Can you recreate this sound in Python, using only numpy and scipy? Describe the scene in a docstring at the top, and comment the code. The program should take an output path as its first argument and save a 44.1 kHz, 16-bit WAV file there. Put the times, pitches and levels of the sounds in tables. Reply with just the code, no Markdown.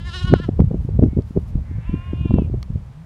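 """A lamb bleats close by on a windy hill pasture; a ewe and a second lamb call from farther off.
Each voice is a source and a filter: vocal-fold pulses and breath noise, shaped by throat resonances.
Turbulent pressure rumbles and thumps on the microphone and overloads it now and then.
Under a soft hiss of air, grass rustles, a bird whistles once and the camera case clicks in the hand.
A low hum rises at the end."""
import sys
import numpy as np
from scipy import signal
from scipy.fft import rfft, irfft
from scipy.io import wavfile
from scipy.ndimage import uniform_filter1d

SR = 44100
rng = np.random.default_rng(int(sys.argv[2]) if len(sys.argv) > 2 else 0)


def int16_out(signal):
    """Quantize to a 16-bit WAV file."""
    q = np.round(np.clip(np.atleast_2d(signal).T, -1, 1) * 32767)
    wavfile.write(sys.argv[1], SR, q.astype(np.int16))


N = 134505
TIME = np.arange(N) / SR
TOP_HZ = 15900  # upper limit of the voices' harmonics and of the passband


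def undb(db):
    """Amplitude ratio of a level in decibels."""
    return 10 ** (np.asarray(db) / 20)


def unit(x):
    """Normalisation to rms 1."""
    return x / np.sqrt(np.mean(x ** 2) + 1e-20)


def curve(table, column=1):
    """Linear interpolation of one column in time."""
    rows = np.array(table)
    return np.interp(TIME, rows[:, 0], rows[:, column])


def envelope(table, column=2):
    """Gain from a level column, with exponential decay outside the table's time span."""
    outside = np.maximum(table[0][0] - TIME, 0) + np.maximum(TIME - table[-1][0], 0)
    return undb(curve(table, column)) * np.exp(-outside / .01)


def colour(x, points):
    """Zero-phase filtering through (f/Hz, gain/dB) points."""
    hz, db = np.array(points).T
    f = np.arange(N + 1) * SR / (2 * N)
    gain = undb(np.interp(np.log(f + 1), np.log(hz), db))
    return irfft(rfft(x, 2 * N) * gain)[:N]


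def walk(rate_hz):
    """Smooth random modulation of rms 1."""
    k = max(int(SR / rate_hz), 2)
    steps = np.repeat(rng.standard_normal(N // k + 1), k)
    return unit(uniform_filter1d(uniform_filter1d(steps, k), k)[:N])


def larynx(hz, jitter, rasp_db, shimmer=.2, mouth=lambda f: 1):
    """Phonation: nearly periodic vocal-fold pulses give harmonics, with a puff of air in every cycle."""
    phase = 2 * np.pi * np.cumsum(hz * (1 + jitter * walk(300))) / SR
    flutter, wobble = undb(2.4 * walk(49.95)), walk(110)
    pulses = np.zeros(N)
    for k in range(1, 35):  # random time shifts let each harmonic waver separately
        gain = mouth(k * hz) * (k * hz < TOP_HZ) * np.roll(flutter, rng.integers(N))
        offset = .57 * rng.standard_normal() + .059 * k * np.roll(wobble, rng.integers(N))
        pulses += gain * np.cos(k * phase + offset)
    puffs = unit(rng.standard_normal(N) * (1 + np.cos(phase)))
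    return unit(pulses) * (1 + shimmer * walk(120)) + undb(rasp_db) * puffs


def bleat(voice, levels, splits_hz):
    """Time-varying filtering: low, middle and high bands swell separately as the mouth opens."""
    lowpasses = (signal.butter(8, hz, fs=SR, output='sos') for hz in splits_hz)
    low, low_mid = (signal.sosfiltfilt(sos, voice) for sos in lowpasses)
    bands = (low, low_mid - low, voice - low_mid)
    steady = (x / np.sqrt(uniform_filter1d(x ** 2, size=1200) + 1e-12) for x in bands)
    return sum(x * envelope(levels, column) for column, x in enumerate(steady, 1))


def formant(f, centre_hz, half_width_hz):
    """Resonance peak of Lorentzian shape and height 1."""
    return 1 / (1 + ((f - centre_hz) / half_width_hz) ** 2)


# The close bleat: t/s, low-band level/dB, middle-band level/dB, high-band level/dB
NEAR_LEVELS = [
    (0.0, -49, -51, -61), (0.036, -53.5, -53, -67), (0.076, -37.5, -46, -51.5), (0.124, -45, -43.5, -54),
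    (0.148, -33.5, -34, -46), (0.2, -43.5, -37.5, -46.5), (0.218, -35, -42, -54.5),
    (0.232, -43.5, -39, -48.5), (0.266, -37.5, -44.5, -58.5), (0.28, -31.5, -36, -50.5),
    (0.322, -41, -43.5, -64), (0.358, -34.5, -42, -61.5), (0.374, -49.5, -44.5, -59.5),
    (0.388, -43, -49, -60), (0.402, -40.5, -43.5, -59.5), (0.412, -46.5, -55, -69.5),
    (0.432, -38, -45, -59), (0.45, -38, -48, -60.5), (0.468, -61.5, -59.5, -67.5),
    (0.48, -52.5, -61.5, -70.5)]
# Fundamental, mouth formant and upper throat formant: t/s, f/Hz
NEAR_PITCH = [(0.0, 338.6), (0.032, 342.1), (0.08, 357.9), (0.118, 332.0), (0.14, 353.6), (0.15, 370.7),
              (0.19, 353.1), (0.21, 367.4), (0.232, 354.0), (0.28, 370.9), (0.304, 354.8), (0.328, 363.0),
              (0.34, 374.9), (0.35, 367.6), (0.386, 322.0), (0.412, 350.0), (0.428, 360.8), (0.46, 319.8)]
MOUTH_FORMANT = [(0, 1790), (.08, 1840), (.11, 1490), (.15, 1620), (.19, 1690), (.24, 1400), (.33, 1420),
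                 (.39, 1440), (.42, 1645), (.45, 1392)]
UPPER_FORMANT = [(0, 2880), (.07, 2900), (.1, 3850), (.14, 3900), (.17, 4250), (.2, 4040), (.225, 3300),
                 (.28, 3010), (.35, 2950), (.45, 3000)]
# Throat response: f/Hz, gain/dB
NEAR_THROAT = [(350, -1), (720, -8.5), (1090, 0), (1450, -5), (1800, -6.5), (2170, -9.5), (2520, -8),
               (2920, 3.5), (3280, -1), (3600, -4), (3980, -0.5), (4600, -10), (5200, -8), (5800, -17),
               (6500, -18.5), (8000, -23), (10500, -29), (12500, -42.5), (16000, -46.5)]


def near_lamb():
    """Source and filter: two moving formants shape the harmonics of a quavering bleat."""
    lower, upper = curve(MOUTH_FORMANT), curve(UPPER_FORMANT)
    mouth = lambda f: 1 + undb(14) * formant(f, lower, 190) + undb(-5) * formant(f, upper, 120)
    source = larynx(curve(NEAR_PITCH), jitter=.006, rasp_db=-16, shimmer=.18, mouth=mouth)
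    return bleat(colour(source, NEAR_THROAT), NEAR_LEVELS, splits_hz=(2450, 4750))


def hillside(x, t60_s=.3, level_db=-18):
    """Scattering from the slope and stone walls adds a faint, exponentially decaying tail."""
    tail = rng.standard_normal(N) * np.exp(-np.log(1000) * TIME / t60_s) * (TIME > .012)
    return x + undb(level_db) * signal.fftconvolve(x, tail / np.linalg.norm(tail))[:N]


# Rumble envelope: t/s, level/dB
RUMBLE_LEVEL = [(0, -26.5), (.18, -33), (.28, -17.5), (.44, -24), (.6, -20.5), (.85, -23.5), (.95, -23),
                (1.1, -26.5), (1.27, -30.5), (1.42, -25), (1.49, -30.5), (1.56, -23.5), (1.8, -29.5),
                (2.05, -22.5), (2.35, -22), (2.55, -19.5), (2.63, -27), (2.78, -29), (2.85, -37.5),
                (3.05, -35)]
# Rumble spectrum: f/Hz, relative level/dB
RUMBLE_SPECTRUM = [(15, -32.5), (35, -3.5), (70, 4.5), (130, -2.5), (200, -12.5), (300, -29), (500, -34.5),
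                   (1000, -50.5), (3000, -83.5)]


def wind_rumble(gust_db=3.2):
    """Turbulence around the microphone makes restless low-frequency pressure fluctuations."""
    gusts = rng.standard_normal(N) * undb(gust_db * walk(34.944))
    return unit(colour(gusts, RUMBLE_SPECTRUM)) * undb(curve(RUMBLE_LEVEL))


# Open-air spectrum: f/Hz, relative level/dB
AIR_SPECTRUM = [(100, -12), (300, -4.5), (600, -2.5), (950, -3.5), (1600, -11.5), (2300, -13.5),
                (4000, -20.5), (7000, -25.5), (10000, -29.5), (13000, -35), (15500, -41.5)]


def open_air(level_db=-55.5):
    """Broadband ambient noise, heard as a soft, almost steady hiss."""
    return unit(colour(rng.standard_normal(N), AIR_SPECTRUM)) * undb(level_db + .22 * walk(6))


# Eddy impacts: t/s, peak level/dB, churn half-length/s, cut-off f/Hz
EDDIES = [(0.248, -9, 0.0085, 161), (0.326, -3, 0.015, 292), (.333, 1, 0.0046, 230), (0.339, 5, 0.002, 530),
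          (0.362, -11.5, 0.0083, 189), (.401, -12, 0.0028, 440), (.491, -4, 0.0051, 486),
          (.595, -9, 0.0027, 514), (0.604, 1, 0.0055, 278), (0.619, -6.5, 0.0051, 330),
          (.643, -6.5, 0.0041, 170), (.714, -12.5, 0.0051, 480), (0.745, -7, 0.015, 430),
          (0.851, -11, 0.0077, 205), (0.891, -14, 0.002, 362), (0.994, -1, 0.0038, 350),
          (1.026, -0.5, 0.012, 396), (1.037, 0.5, 0.011, 354), (1.062, -5, 0.014, 310),
          (1.086, -10, 0.0029, 246), (1.132, -13.5, 0.0029, 258), (1.173, -4, .005, 292),
          (1.19, -5, 0.013, 400), (1.308, -18.5, 0.0033, 226), (1.374, -4.5, 0.012, 382),
          (1.556, -6, 0.0077, 154), (1.594, -13.5, 0.013, 129), (1.714, -17.5, 0.004, 195),
          (1.786, -15.5, 0.0043, 220), (1.895, -10.5, 0.0057, 157), (1.942, -8.5, 0.013, 241),
          (2.134, -12, 0.0047, 343), (2.213, -11.5, 0.016, 184), (2.259, -8.5, 0.0091, 330),
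          (2.299, -9.5, 0.0043, 170), (2.309, -4, 0.0018, 495), (2.316, -10, 0.0069, 330),
          (2.342, 0.5, 0.0034, 260), (2.362, -7, 0.024, 328.8), (2.386, -2, 0.0074, 588),
          (2.395, -8, 0.009, 275), (2.421, -9, .004, 330), (2.499, -16, 0.0026, 400),
          (2.542, -11.5, 0.0074, 400), (2.705, -13, 0.0032, 157), (2.759, -11, 0.0019, 238)]


def wind_thumps(low_cut_hz=82, churn_gain=.92):
    """An eddy striking the microphone is a pressure impulse in a short churn; faster ones are brighter."""
    size = 8192
    out = np.zeros(N + 2 * size)
    t = (np.arange(size) - size // 2) / SR
    f = np.arange(size // 2 + 1) * SR / size + 1
    for (at, db, length, hz), noise in zip(EDDIES, rng.standard_normal((len(EDDIES), size))):
        impulse = rfft(1. * (t == 0)) * np.exp(2j * np.pi * noise[0])  # random phase
        churn = noise * np.exp(-(t / length) ** 2)
        spectrum = impulse + churn_gain * rfft(churn / np.linalg.norm(churn))
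        passband = f ** -.68 / np.hypot(1, (low_cut_hz / f) ** 2) / np.hypot(1, (f / hz) ** 3.69)
        pressure = irfft(spectrum * passband)
        start = int(at * SR) + size // 2
        out[start:start + size] += undb(db) * pressure / np.abs(pressure).max()
    return out[size:size + N]


# Swells of rustling: t/s, half-length/s, level/dB
GRASS_SWELLS = [(.6, 0.029, -68), (0.838, .05, -68.5), (1.05, .04, -70), (1.29, .04, -65),
                (1.412, 0.05, -68), (1.49, 0.019, -64)]
# Rustle spectrum: f/Hz, relative level/dB
GRASS_SPECTRUM = [(500, -30.5), (2000, -10), (4500, 1), (8000, -6.5), (12000, -6), (16000, -14.5)]


def grass():
    """Amplitude-modulated noise: grass rustles in brief Gaussian swells."""
    rustle = unit(colour(rng.standard_normal(N), GRASS_SPECTRUM)) * undb(1.9 * walk(290))
    swells = sum(undb(db) * np.exp(-((TIME - at) / length) ** 2) for at, length, db in GRASS_SWELLS)
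    return rustle * swells


def bird(at_s=1.125, half_length_s=.048, hz=2200, level_db=-60.5):
    """A nearly pure tone with slight frequency modulation: one distant whistle."""
    whistle = np.sin(2 * np.pi * np.cumsum(hz * (1 + .006 * walk(62))) / SR)
    return undb(level_db) * whistle * np.exp(-((TIME - at_s) / half_length_s) ** 4)


# Handling taps: t/s, peak level/dB
TAPS = [(1.222, -40), (2.629, -22)]
# Modes of the case: f/Hz, relative level/dB, T60/s
CASE_MODES = [(1220, -4, 0.017), (2200, -2, 0.0083), (3300, -2.5, 0.0059), (4350, 4.5, 0.0054),
              (5400, -3.5, .006), (7800, -14, .004), (11600, -20.5, 0.0036)]


def camera_clicks():
    """Impulse response: small taps excite the damped modes of the plastic camera case."""
    ring = sum(undb(db) * np.sin(2 * np.pi * hz * TIME) * np.exp(-np.log(1000) * TIME / t60)
               for hz, db, t60 in CASE_MODES)
    taps = np.zeros(N)
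    for at, db in TAPS:
        taps[int(at * SR)] = undb(db)
    return signal.fftconvolve(taps, ring / np.abs(ring).max())[:N]


# The ewe's call: t/s, fundamental f/Hz, level/dB
EWE_BLEAT = [(1.6, 163.7, -75), (1.66, 168.6, -57), (1.73, 175.9, -56), (1.82, 172.5, -54),
             (1.91, 171.8, -56.5), (1.97, 178.8, -54.5), (2.05, 179.4, -57.5), (2.12, 182.3, -55),
             (2.17, 162, -62.5)]
# Throat response: f/Hz, gain/dB
EWE_THROAT = [(170, -16.5), (600, -5), (900, -8), (1200, -10), (1600, 6), (1900, 3.5), (2250, 5),
              (2600, -17), (3500, -17), (5000, -30), (8000, -53)]


def ewe():
    """Breathy phonation: a distant, hoarser call an octave below the lambs."""
    source = larynx(curve(EWE_BLEAT), jitter=.005, rasp_db=-12)
    return unit(colour(source, EWE_THROAT)) * envelope(EWE_BLEAT)


# The far bleat: t/s, low-band level/dB, middle-band level/dB, high-band level/dB
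FAR_LEVELS = [(1.81, -69, -67, -74), (1.88, -49.5, -54, -62), (1.98, -50, -54, -64.5),
              (2.06, -48, -56.5, -62), (2.15, -54, -57.5, -61.5), (2.22, -54, -51.5, -57.5),
              (2.28, -49.5, -52, -55.5), (2.4, -53, -56.5, -56.5), (2.46, -70.5, -59, -73.5)]
# Fundamental: t/s, f/Hz
FAR_PITCH = [(1.84, 296.1), (1.866, 333.2), (1.884, 342.9), (1.912, 335.4), (1.942, 346.0), (2.0, 347.0),
             (2.05, 357.0), (2.166, 349.6), (2.216, 357.1), (2.288, 345.0), (2.368, 341.3), (2.412, 327.3),
             (2.438, 314.6), (2.47, 291.8)]
# Throat response: f/Hz, gain/dB
FAR_THROAT = [(350, -22), (700, -9.5), (1050, 3), (1400, -8), (1750, -15), (2100, -20), (2450, -0.5),
              (2780, 2), (3150, -14), (3500, -14.5), (3900, -25.5), (5000, -39), (8000, -56)]


def far_lamb():
    """Source and filter with little breath noise: a clear, arching bleat, brighter in its second half."""
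    source = larynx(curve(FAR_PITCH), jitter=.004, rasp_db=-21)
    return bleat(colour(source, FAR_THROAT), FAR_LEVELS, splits_hz=(2000, 2990))


# Rising hum: t/s, f/Hz, level/dB
HUM_GLIDE = [(2.86, 119.2, -38.5), (2.93, 138, -46), (3, 155.5, -37), (3.05, 179, -44)]


def hum():
    """Frequency modulation: a soft, low sinusoid wavers as it glides upward."""
    hz = curve(HUM_GLIDE) * (1 + .017 * walk(40.1))
    return unit(np.sin(2 * np.pi * np.cumsum(hz) / SR)) * envelope(HUM_GLIDE)


def scene():
    """Superposition of three sheep, wind, hum, pasture and handling in one channel."""
    sheep = hillside(near_lamb() + far_lamb() + ewe())
    mix = sheep + wind_thumps() + wind_rumble() + hum() + open_air() + grass() + bird() + camera_clicks()
    return mix[None]


def record(dry):
    """Overload and band limiting: the hardest thumps clip, then a low-pass cuts the top."""
    lowpass = signal.ellip(10, .1, 80, TOP_HZ, fs=SR, output='sos')
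    return signal.sosfilt(lowpass, np.clip(dry, -1, 1))


dry = scene()
out = record(dry)
int16_out(out)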